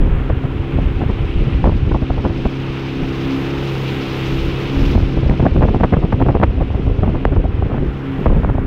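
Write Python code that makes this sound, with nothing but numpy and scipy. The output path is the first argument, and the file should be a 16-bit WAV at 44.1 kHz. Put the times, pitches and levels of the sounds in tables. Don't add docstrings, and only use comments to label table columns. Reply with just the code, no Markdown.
import sys
import numpy as np
from scipy import signal
from scipy.fft import rfft, irfft, next_fast_len
from scipy.io import wavfile
from scipy.ndimage import map_coordinates

SR = 44100
rng = np.random.default_rng(int(sys.argv[2]) if len(sys.argv) > 2 else 0)


def persist_wave(psi):
    counts = np.round(np.clip(psi, -1, 1) * 32767).astype(np.int16)
    wavfile.write(sys.argv[1], SR, np.atleast_2d(counts).T)


N = 381906
TIME = np.arange(N) / SR

# (time [s], rumble level [dB], flutter compared with the rumble [dB])
WIND_LEVELS = [(0, -9, -9.5), (.25, -22, -22), (.55, -19, -11.5), (.64, -23.5, -11), (.77, -18.5, -8),
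               (1.2, -17.5, -15.5), (1.5, -17.5, -11), (1.72, -13, -17), (1.95, -17.5, -5),
               (2.02, -25, -11), (2.33, -26.5, -5.5), (2.6, -30, -10), (2.93, -42, -6), (3.02, -25, -3),
               (3.14, -35.5, -2), (4.15, -43, -2), (4.45, -18.5, -6), (4.58, -32, -7), (4.72, -26, -10),
               (4.82, -11, -11.5), (5.0, -14, -8.5), (5.11, -25, -6), (5.19, -17.5, -4), (5.36, -21, -2.5),
               (5.55, -12.5, -6), (5.8, -16.5, -7), (5.89, -22, -9), (5.97, -17, -5), (6.08, -20.5, -4),
               (6.3, -21.5, -2.5), (6.75, -20.5, -6), (7.05, -17, -4.5), (7.4, -17, -8.5), (7.52, -25, -11),
               (7.65, -19, -7), (7.85, -24.5, -6.5), (8.0, -34, -10), (8.23, -24, 0.5), (8.3, -10, -4),
               (8.66, -20, -12.5)]
# (frequency [Hz], level [dB per Hz])
RUMBLE_COLOUR = [(8, -12.5), (18, -8), (30, 0.5), (60, -6.5), (90, -9.5), (140, -14.5), (220, -18.5),
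                 (400, -36.5), (900, -51.5), (4000, -91)]
FLUTTER_COLOUR = [(60, -25.5), (120, 1), (190, 2), (300, -2.5), (500, -11.5), (800, -31), (1300, -52),
                  (2500, -45.5), (7000, -74)]
CRACKLE_COLOUR = [(80, 0.5), (170, 3), (310, -2.5), (520, 4.5), (850, -22), (1500, -29), (3000, -43),
                  (7000, -72.5)]
BURST_COLOUR = [(60, -3), (170, 11.5), (330, 5), (520, -1.5), (750, -3), (1100, -13)]
CRACK_COLOUR = [(150, 5.5), (500, 11), (950, 5.5), (1500, -3)]
CRACK_TREBLE_COLOUR = [(2200, -20), (3200, -30.5), (6000, -36), (15000, -42.5)]
# (time [s], level [dB])
DULL_THUMPS = [(.324, -5.5), (.368, -6.5), (.595, -7.5), (.755, -5), (.85, -11), (.905, -15), (.962, -12),
               (1.057, -5), (1.095, -5), (1.152, -12), (1.203, -9), (1.25, -14), (1.295, -14), (1.355, -12),
               (1.465, -9.5), (1.52, -11), (1.566, -5), (1.687, -7), (1.77, -14), (1.825, -3), (1.865, -4),
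               (4.82, -15.5), (4.957, -3), (5.025, -1.5), (5.17, -7.5), (5.26, -3.5), (5.515, -4),
               (5.585, -5), (6.472, -9), (6.495, -8), (6.575, -6), (6.848, -9), (6.87, -8), (6.908, -8.5),
               (6.985, -9), (7.02, -4), (7.254, -6), (7.32, -8), (7.37, -0.5), (7.485, -7), (7.54, -8),
               (7.587, -5), (7.877, -7), (8.275, -12), (8.5, -6.5), (8.55, -8)]
# (time [s], level [dB], length [s], brightness [dB])
STRONG_BURSTS = [(0.068, -28, 0.013, 0), (0.301, -17, 0.0075, -2), (0.444, -24, 0.014, -29),
                 (.786, -22.5, 0.016, -18), (1.018, -24.5, 0.027, -1), (1.097, -23, 0.012, -5),
                 (1.641, -15.5, 0.0059, -15), (1.658, -18.5, 0.025, -3), (1.676, -16.5, 0.02, -14),
                 (1.724, -21, 0.0086, -7), (1.918, -16.5, 0.0076, -5), (1.952, -17, 0.012, -19),
                 (2.024, -22, 0.017, -6), (2.102, -19, 0.0055, -9), (2.185, -23, 0.013, -10),
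                 (2.251, -17, 0.021, -9), (2.299, -23.5, 0.01, -19), (2.457, -16.5, 0.011, -34),
                 (4.956, -13.5, 0.008, -18), (4.98, -18.5, 0.0051, -26), (5.175, -20.5, 0.0081, -14),
                 (5.295, -12.5, 0.0062, -5), (5.309, -19.5, 0.013, -16), (5.402, -12.5, 0.0065, -11),
                 (5.428, -15, 0.0096, -12), (5.46, -13, 0.018, -17), (5.562, -15.5, 0.0061, -8),
                 (5.632, -14.5, 0.022, -4), (5.684, -21, 0.01, -3), (5.751, -17, 0.02, -13),
                 (5.808, -15, 0.0086, -6), (5.84, -15, 0.014, 1), (5.933, -10.5, 0.016, -2),
                 (5.97, -14.5, 0.0081, -11), (6.034, -16.5, 0.02, -14), (6.133, -19, 0.0077, 0),
                 (6.14, -22, 0.0051, -15), (6.207, -16.5, 0.013, -8), (6.222, -16, 0.0097, -3),
                 (6.264, -18, 0.012, -9), (6.291, -14.5, 0.016, -12), (6.352, -14.5, 0.0092, -10),
                 (6.372, -29, 0.012, -7), (6.402, -17.5, 0.0068, -7), (6.424, -23, 0.02, -1),
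                 (6.435, -14, 0.015, -4), (6.613, -21, 0.019, -5), (6.705, -25, 0.0048, -14),
                 (6.748, -24.5, 0.017, -16), (6.87, -25, 0.014, -22), (6.9, -26, 0.0067, -23),
                 (6.988, -28, .01, -13), (7.037, -15, 0.01, -9), (7.081, -22.5, 0.035, -12),
                 (7.15, -24, 0.0094, -18), (7.328, -21.5, 0.014, -2), (7.367, -22.5, 0.014, -11),
                 (7.447, -20.5, 0.015, -21), (7.625, -21, 0.0072, -30), (7.66, -27, 0.0068, -20),
                 (7.725, -25, 0.05, -8), (7.781, -28, 0.012, 4), (8.263, -15.5, 0.0078, 0),
                 (8.298, -23, 0.0051, -11), (8.324, -28, .016, -13), (8.366, -14.5, 0.0073, -21),
                 (8.437, -29, 0.008, -3), (8.493, -19, 0.0074, -7), (8.548, -23, 0.0056, -16),
                 (8.583, -23, 0.0078, -15)]
# (time [s], level [dB], brightness [dB])
WIND_CRACKS = [(0.3, -18, 2), (.783, -29, -6), (1.02, -21, -4), (1.061, -24, -4), (1.099, -13, 2),
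               (1.641, -14, 14), (1.661, -13, 7), (1.920, -9.5, 0), (2.104, -9.5, -8), (2.251, -7, -8),
               (2.257, -8.5, -9), (2.456, -10.5, -2), (2.464, -15, -4), (4.953, -23, -4), (5.002, -19, -3),
               (5.171, -16, 0), (5.297, -10.5, 23), (5.403, -11, 11), (5.455, -8, 7), (5.461, -10, -2),
               (5.564, -11.5, 0), (5.61, -13, 6), (5.625, -4.5, 8), (5.636, -10, 9), (5.686, -8.5, 5),
               (5.747, -15, 16), (5.801, -14, 11), (5.807, -16, 6), (5.834, -2.5, 3), (5.839, 0, 10),
               (5.845, -3.5, 7), (5.93, -20, 6), (5.937, -3.5, 5), (6.124, -7, 5), (6.127, -5, 12),
               (6.208, -19, 1), (6.224, -12, 24), (6.263, -14, 3), (6.286, -7, -4), (6.293, -9, 2),
               (6.299, -12, 4), (6.352, -5.5, -3), (6.369, -14, 7), (6.4, -11, 10), (6.415, -13, 8),
               (6.430, -0.5, 4), (6.433, 1, 6), (6.436, 1, 13.5), (6.441, -7, 15), (6.61, -24, -3),
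               (6.704, -27, -5), (6.747, -24, 1), (7.034, -9.5, -3), (7.039, -17, -8), (7.155, -13.5, 1),
               (7.252, 2.5, 10), (7.363, -14, 4), (7.623, -18, -9), (7.718, -16, 2), (7.781, -14, 7),
               (8.258, -4.5, -8), (8.265, -1, -9), (8.299, -13, -6), (8.347, -15.5, -2), (8.433, -11, 0),
               (8.447, -5, -6), (8.490, -13, 2)]

# (time [s], wash [dB], spray [dB], fizz [dB])
WAKE_LEVELS = [(0, -43, -62.5, -69), (.52, -43, -61, -74.5), (.8, -40.5, -58.5, -74),
               (1.51, -38.5, -54, -77), (1.7, -40, -55.5, -80), (1.97, -42.5, -53.5, -88),
               (2.45, -39, -51, -73), (3.32, -36, -46.5, -64.5), (3.85, -34, -45, -59.5),
               (4.3, -34, -43.5, -59), (4.58, -35.5, -45.5, -63), (4.91, -34.5, -43.5, -60.5),
               (4.98, -38.5, -47.5, -69), (5.59, -40.5, -54.5, -88), (6.5, -44.5, -60.5, -95.5),
               (6.98, -43.5, -58.5, -86), (7.46, -45.5, -63.5, -86), (7.99, -45, -60, -74.5),
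               (8.23, -42.5, -60.5, -71), (8.66, -49.5, -66.5, -75)]
SPRAY_FACING_DB, FIZZ_FACING_DB = -43.5, -59
# (frequency [Hz], level [dB per Hz])
CHURN_COLOUR = [(300, -1), (620, -5.5), (760, -2.5), (1000, -1), (1150, -2.5), (1320, -1.5), (1600, -5),
                (2200, -8.5), (4000, -37.5)]
WASH_COLOUR = [(900, -16), (1600, -20), (1950, -3.5), (2600, 3), (3100, 0.5), (4000, -6), (5500, -24.5),
               (8500, -11.5), (12000, -27)]
SPRAY_COLOUR = [(2500, -10), (3900, 2), (4400, 0), (5000, -2), (6200, 1.5), (6800, -11.5), (9000, -20),
                (15000, -21)]
FIZZ_COLOUR = [(4000, -15), (6500, -1), (8000, -7), (10500, -2), (13000, 6.5), (15500, -3.5)]
SPLASH_COLOUR = [(2500, -17), (4400, -8), (5000, -3), (6200, -1), (6700, -15), (10000, -22), (15000, -16.5)]

# (time [s], speed [turns per s])
SHAFT_SPEED = [(0, 65.36), (.2, 65.84), (.7, 67.4), (1.2, 67), (1.7, 68.54), (2.0, 66.25), (2.4, 66.9),
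               (2.78, 67.3), (3.09, 66.74), (3.2, 66.7), (3.46, 67.7), (3.63, 68.7), (3.77, 66.76),
               (3.97, 67.5), (4.05, 66.5), (4.53, 66.52), (4.62, 68.1), (4.85, 68.85), (5.2, 66.06),
               (6.4, 65.91), (7.2, 66.6), (7.75, 69.45), (8.35, 66), (8.66, 66.04)]
# (harmonic [number], level facing the wake [dB], share of the spray's fading [0-1], waver [dB])
STRONG_TONES = [(4, -24, 0.29, 1.95), (8, -31.5, 0.16, 3.5), (10, -27, 0.59, 1.5)]
# (time [s], harmonic [number], change [dB])
TONE_SWELLS = [(.13, 8, -11), (.4, 8, 2), (.7, 10, 4.5), (1.4, 8, 3), (1.45, 10, 3), (2.6, 8, 7),
               (3.04, 8, 5.5), (3.33, 8, 11), (3.8, 4, 3), (3.82, 10, -2.5), (4.07, 4, -2.5), (4.25, 4, -1),
               (4.65, 4, -2.5), (4.6, 8, -14), (4.769, 8, 7), (8.12, 8, 9)]
# (harmonic [number], level compared with ENGINE_LEVEL [dB])
WEAK_TONES = [(1, -28.5), (2, -10), (3, -14.5), (5, -11.5), (6, -11.5), (7, -40), (9, -15.5), (11, -23.5),
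              (12, -9), (13, -15.5), (14, -15.5), (15, -19.5), (16, -22.5), (17, -21.5), (22, -27.5),
              (23, -22.5)]
# (time [s], level [dB])
ENGINE_LEVEL = [(0, -26.5), (.6, -27.5), (1.4, -29), (2.2, -30), (2.7, -27.5), (3.3, -25.5), (3.8, -24.5),
                (4.4, -24.5), (4.8, -24.5), (5.4, -28.5), (6.5, -30), (7.5, -27.5), (8.1, -29.5),
                (8.66, -30)]
# (frequency [Hz], level [dB per Hz])
EXHAUST_COLOUR = [(20, -9.5), (45, 7), (90, 1.5), (180, 0), (230, 1), (290, 0.5), (360, -4), (450, -5),
                  (600, -11.5), (900, -15.5), (2000, -53.5), (6000, -83)]

# (frequency [Hz], gain [dB])
MIC_TREBLE = [(2800, -1), (3400, -3.5), (4100, -9.5), (5200, -13.5), (6000, -22), (7000, -18),
              (8500, -22.5), (10200, -24.5), (12500, -30), (15500, -23.5)]


def undb(db):
    return 10 ** (np.asarray(db) / 20)


def unit(x):
    return x / np.sqrt(np.mean(x ** 2))


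def curves(table):
    times, *columns = np.transpose(table)
    return [np.interp(TIME, times, column) for column in columns]


def colour(x, points):
    size = next_fast_len(len(x) + 4096)
    hz, db = np.transpose(points)
    bin_hz = np.maximum(np.arange(size // 2 + 1) * SR / size, 1)
    gain = undb(np.interp(np.log(bin_hz), np.log(hz), db))
    return irfft(rfft(x, size) * gain, size)[:len(x)]


def noise(points):
    return unit(colour(rng.standard_normal(N), points))


def wander(rate):
    steps = rng.standard_normal(4096)
    return unit(map_coordinates(steps, [TIME * rate], order=1, mode="wrap"))


def gusts(patchy_db=6.0, lull_db=2.5):
    rumble_db, flutter_db = curves(WIND_LEVELS)
    large = noise(RUMBLE_COLOUR)
    small = noise(FLUTTER_COLOUR) * np.sqrt(1 + 0.8 * large ** 2)
    patches = undb(patchy_db * np.minimum(wander(28), 1.5))
    lulls = unit(undb(lull_db * wander(16)))
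    return undb(rumble_db) * lulls * (large + undb(flutter_db) * unit(small * patches))


def stalls(depth_db=-2.5, lead_s=0.019, half_width_s=0.011):
    dips = np.zeros(N)
    for s, *_ in STRONG_BURSTS:
        near = slice(max(int((s - .15) * SR), 0), int((s + .1) * SR))
        dip = np.exp(-.5 * ((TIME[near] - s + lead_s) / half_width_s) ** 2)
        dips[near] = np.maximum(dips[near], dip)
    return undb(depth_db * dips)


def puffs(per_s=9, length_s=0.017, brightness_db=-12.5, gap_s=.05, count=200):
    rumble_db, _ = curves(WIND_LEVELS)
    strong_times = np.array(STRONG_BURSTS)[:, 0]
    times = np.cumsum(rng.gamma(2, .5, count)) / per_s
    levels = np.interp(times, TIME, rumble_db) - 16.5 + 1.5 * rng.standard_normal(count)
    return [(s, db, length_s, brightness_db) for s, db in zip(times, levels)
            if s < TIME[-1] and np.min(abs(strong_times - s)) > gap_s]


def thumps(eddies, middle_hz=76.6, spread_octaves=0.6, lag_s=0.0083, half_width_cycles=0.37):
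    out = np.zeros(N)
    for (s, db), (phase, pitch) in zip(eddies, rng.random((len(eddies), 2))):
        near = slice(max(int((s - .1) * SR), 0), int((s + .1) * SR))
        t = TIME[near] - s - lag_s
        hz = middle_hz * 2 ** (spread_octaves * (2 * pitch - 1))
        swell = np.exp(-.5 * (t * hz / half_width_cycles) ** 2)
        out[near] += undb(db) * swell * np.sin(2 * np.pi * (hz * t + phase))
    return out


def crackle(pressure, gain_db=-15.5, ragged_db=3.5):
    _, flutter_db = curves(WIND_LEVELS)
    peaks = np.minimum(abs(pressure) / 0.53, 1) ** 1.57
    return undb(gain_db + flutter_db + ragged_db * wander(300)) * peaks * noise(CRACKLE_COLOUR)


def cracks(gain_db=14.5, delay_cycles=1.1, scatter=0.1525, size=2048):
    out = np.zeros(N)
    hz = np.maximum(np.arange(size // 2 + 1) * SR / size, 1)
    for (s, db, brightness), (phase, stretch) in zip(WIND_CRACKS, rng.random((len(WIND_CRACKS), 2))):
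        near = np.clip(int(s * SR) - size // 2 + np.arange(size), 0, N - 1)
        cycles = delay_cycles * (1 + scatter * (2 * stretch - 1))
        spectrum = np.exp(2j * np.pi * (phase - cycles * np.log(hz)))
        swing = np.roll(irfft(spectrum, size), size // 2)
        treble = [(f, level + brightness) for f, level in CRACK_TREBLE_COLOUR]
        snap = colour(swing, list(CRACK_COLOUR) + treble)
        out[near] += undb(db + gain_db) * snap / np.linalg.norm(snap)
    return out


def bursts(rows, gain_db=6.0, rise=0.4, decay=0.63, edge_hz=1800, ragged_db=5.5, size=4096):
    out = np.zeros(N)
    tatters = undb(ragged_db * wander(450))
    for (s, db, length, brightness), hiss in zip(rows, rng.standard_normal((len(rows), size))):
        near = np.clip(int(s * SR) - size // 2 + np.arange(size), 0, N - 1)
        t = TIME[near] - s
        edge_db = brightness - 17.5
        fall_db = min(-19 + 0.39 * max(db + 13, 0), -6)
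        treble = [(edge_hz, edge_db), (2 * edge_hz, edge_db + fall_db), (15000, edge_db + 2 * fall_db)]
        swell = np.exp(-.5 * (t / (length * np.where(t < 0, rise, decay))) ** 2)
        burst = colour(hiss * swell * tatters[near], list(BURST_COLOUR) + treble)
        out[near] += undb(db + gain_db) * burst * np.linalg.norm(swell) / np.linalg.norm(burst)
    return out


def wind():
    weak_bursts = puffs()
    eddies = [(s, 0.34 * db) for s, db, _, _ in STRONG_BURSTS]
    eddies += [(s, db + 25.5) for s, db, _, _ in weak_bursts]
    pressure = gusts() * stalls() + thumps(eddies + list(DULL_THUMPS))
    return pressure + crackle(pressure) + cracks() + bursts(list(STRONG_BURSTS) + weak_bursts)


def bubbles(points, spread_db, count=150000):
    pops = rng.standard_normal(count) * undb(spread_db * np.minimum(rng.exponential(size=count), 4))
    scattered = np.bincount(rng.integers(0, N, count), pops, N)
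    return unit(colour(scattered, points))


def wake(flicker_db=0.87):
    wash_db, spray_db, fizz_db = curves(WAKE_LEVELS)
    spray_fade_db, fizz_fade_db = spray_db - SPRAY_FACING_DB, fizz_db - FIZZ_FACING_DB
    churn = undb(0.25 * fizz_fade_db - 32 + flicker_db * wander(25)) * noise(CHURN_COLOUR)
    wash = undb(wash_db + 1.5 + flicker_db * wander(30)) * bubbles(WASH_COLOUR, spread_db=1.5)
    spray = undb(spray_fade_db - 30.5 + flicker_db * wander(35)) * bubbles(SPRAY_COLOUR, spread_db=0.5)
    fizz = undb(fizz_fade_db - 28 + 1.2 * wander(13)) * bubbles(FIZZ_COLOUR, spread_db=-3.5)
    return churn + wash + spray + fizz


def splashes(gain_db=-33, spread_db=1.2, decay_s=.006, count=2200):
    _, spray_db, _ = curves(WAKE_LEVELS)
    starts = rng.integers(0, N, count)
    sizes = undb(spread_db * np.minimum(rng.exponential(size=count), 3))
    fading = signal.lfilter([1], [1, -np.exp(-1 / (decay_s * SR))], np.bincount(starts, sizes, N))
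    return undb(spray_db - SPRAY_FACING_DB + gain_db) * unit(fading * noise(SPLASH_COLOUR))


def swell_db(harmonic, half_width_s=0.071):
    return sum(db * np.exp(-.5 * ((TIME - s) / half_width_s) ** 2)
               for s, which, db in TONE_SWELLS if which == harmonic)


def outboard(weak_waver_db=1.5, jitter_radians=0.098, burble_db=-4.5, throb=0.13):
    shaft_hz, = curves(SHAFT_SPEED)
    cycles = np.cumsum(shaft_hz / 2) / SR
    level_db, = curves(ENGINE_LEVEL)
    _, spray_db, _ = curves(WAKE_LEVELS)
    turned_db = spray_db - SPRAY_FACING_DB
    strong = [(harmonic, db + share * turned_db + swell_db(harmonic) + waver_db * wander(9))
              for harmonic, db, share, waver_db in STRONG_TONES]
    weak = [(harmonic, level_db + db + weak_waver_db * wander(14)) for harmonic, db in WEAK_TONES]
    tones = np.zeros(N)
    for harmonic, db in strong + weak:
        phase = 2 * np.pi * (harmonic * cycles + rng.random()) + jitter_radians * wander(22)
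        tones += undb(db) * np.sqrt(2) * np.sin(phase)
    burble = noise(EXHAUST_COLOUR) * (1 + throb * np.cos(4 * np.pi * cycles))
    return tones + undb(level_db + burble_db) * burble


def scene():
    return (outboard() + wake() + splashes() + wind())[None]


def record(dry, ceiling=.7, knee=5, top_hz=15700):
    rounded = dry[0] / (1 + abs(dry[0] / ceiling) ** knee) ** (1 / knee)
    dulled = colour(rounded, [(20, 0), (2000, 0)] + list(MIC_TREBLE))
    low_pass = signal.ellip(10, .2, 70, top_hz, fs=SR, output="sos")
    return signal.sosfilt(low_pass, dulled)[None]


dry = scene()
out = record(dry)
persist_wave(out)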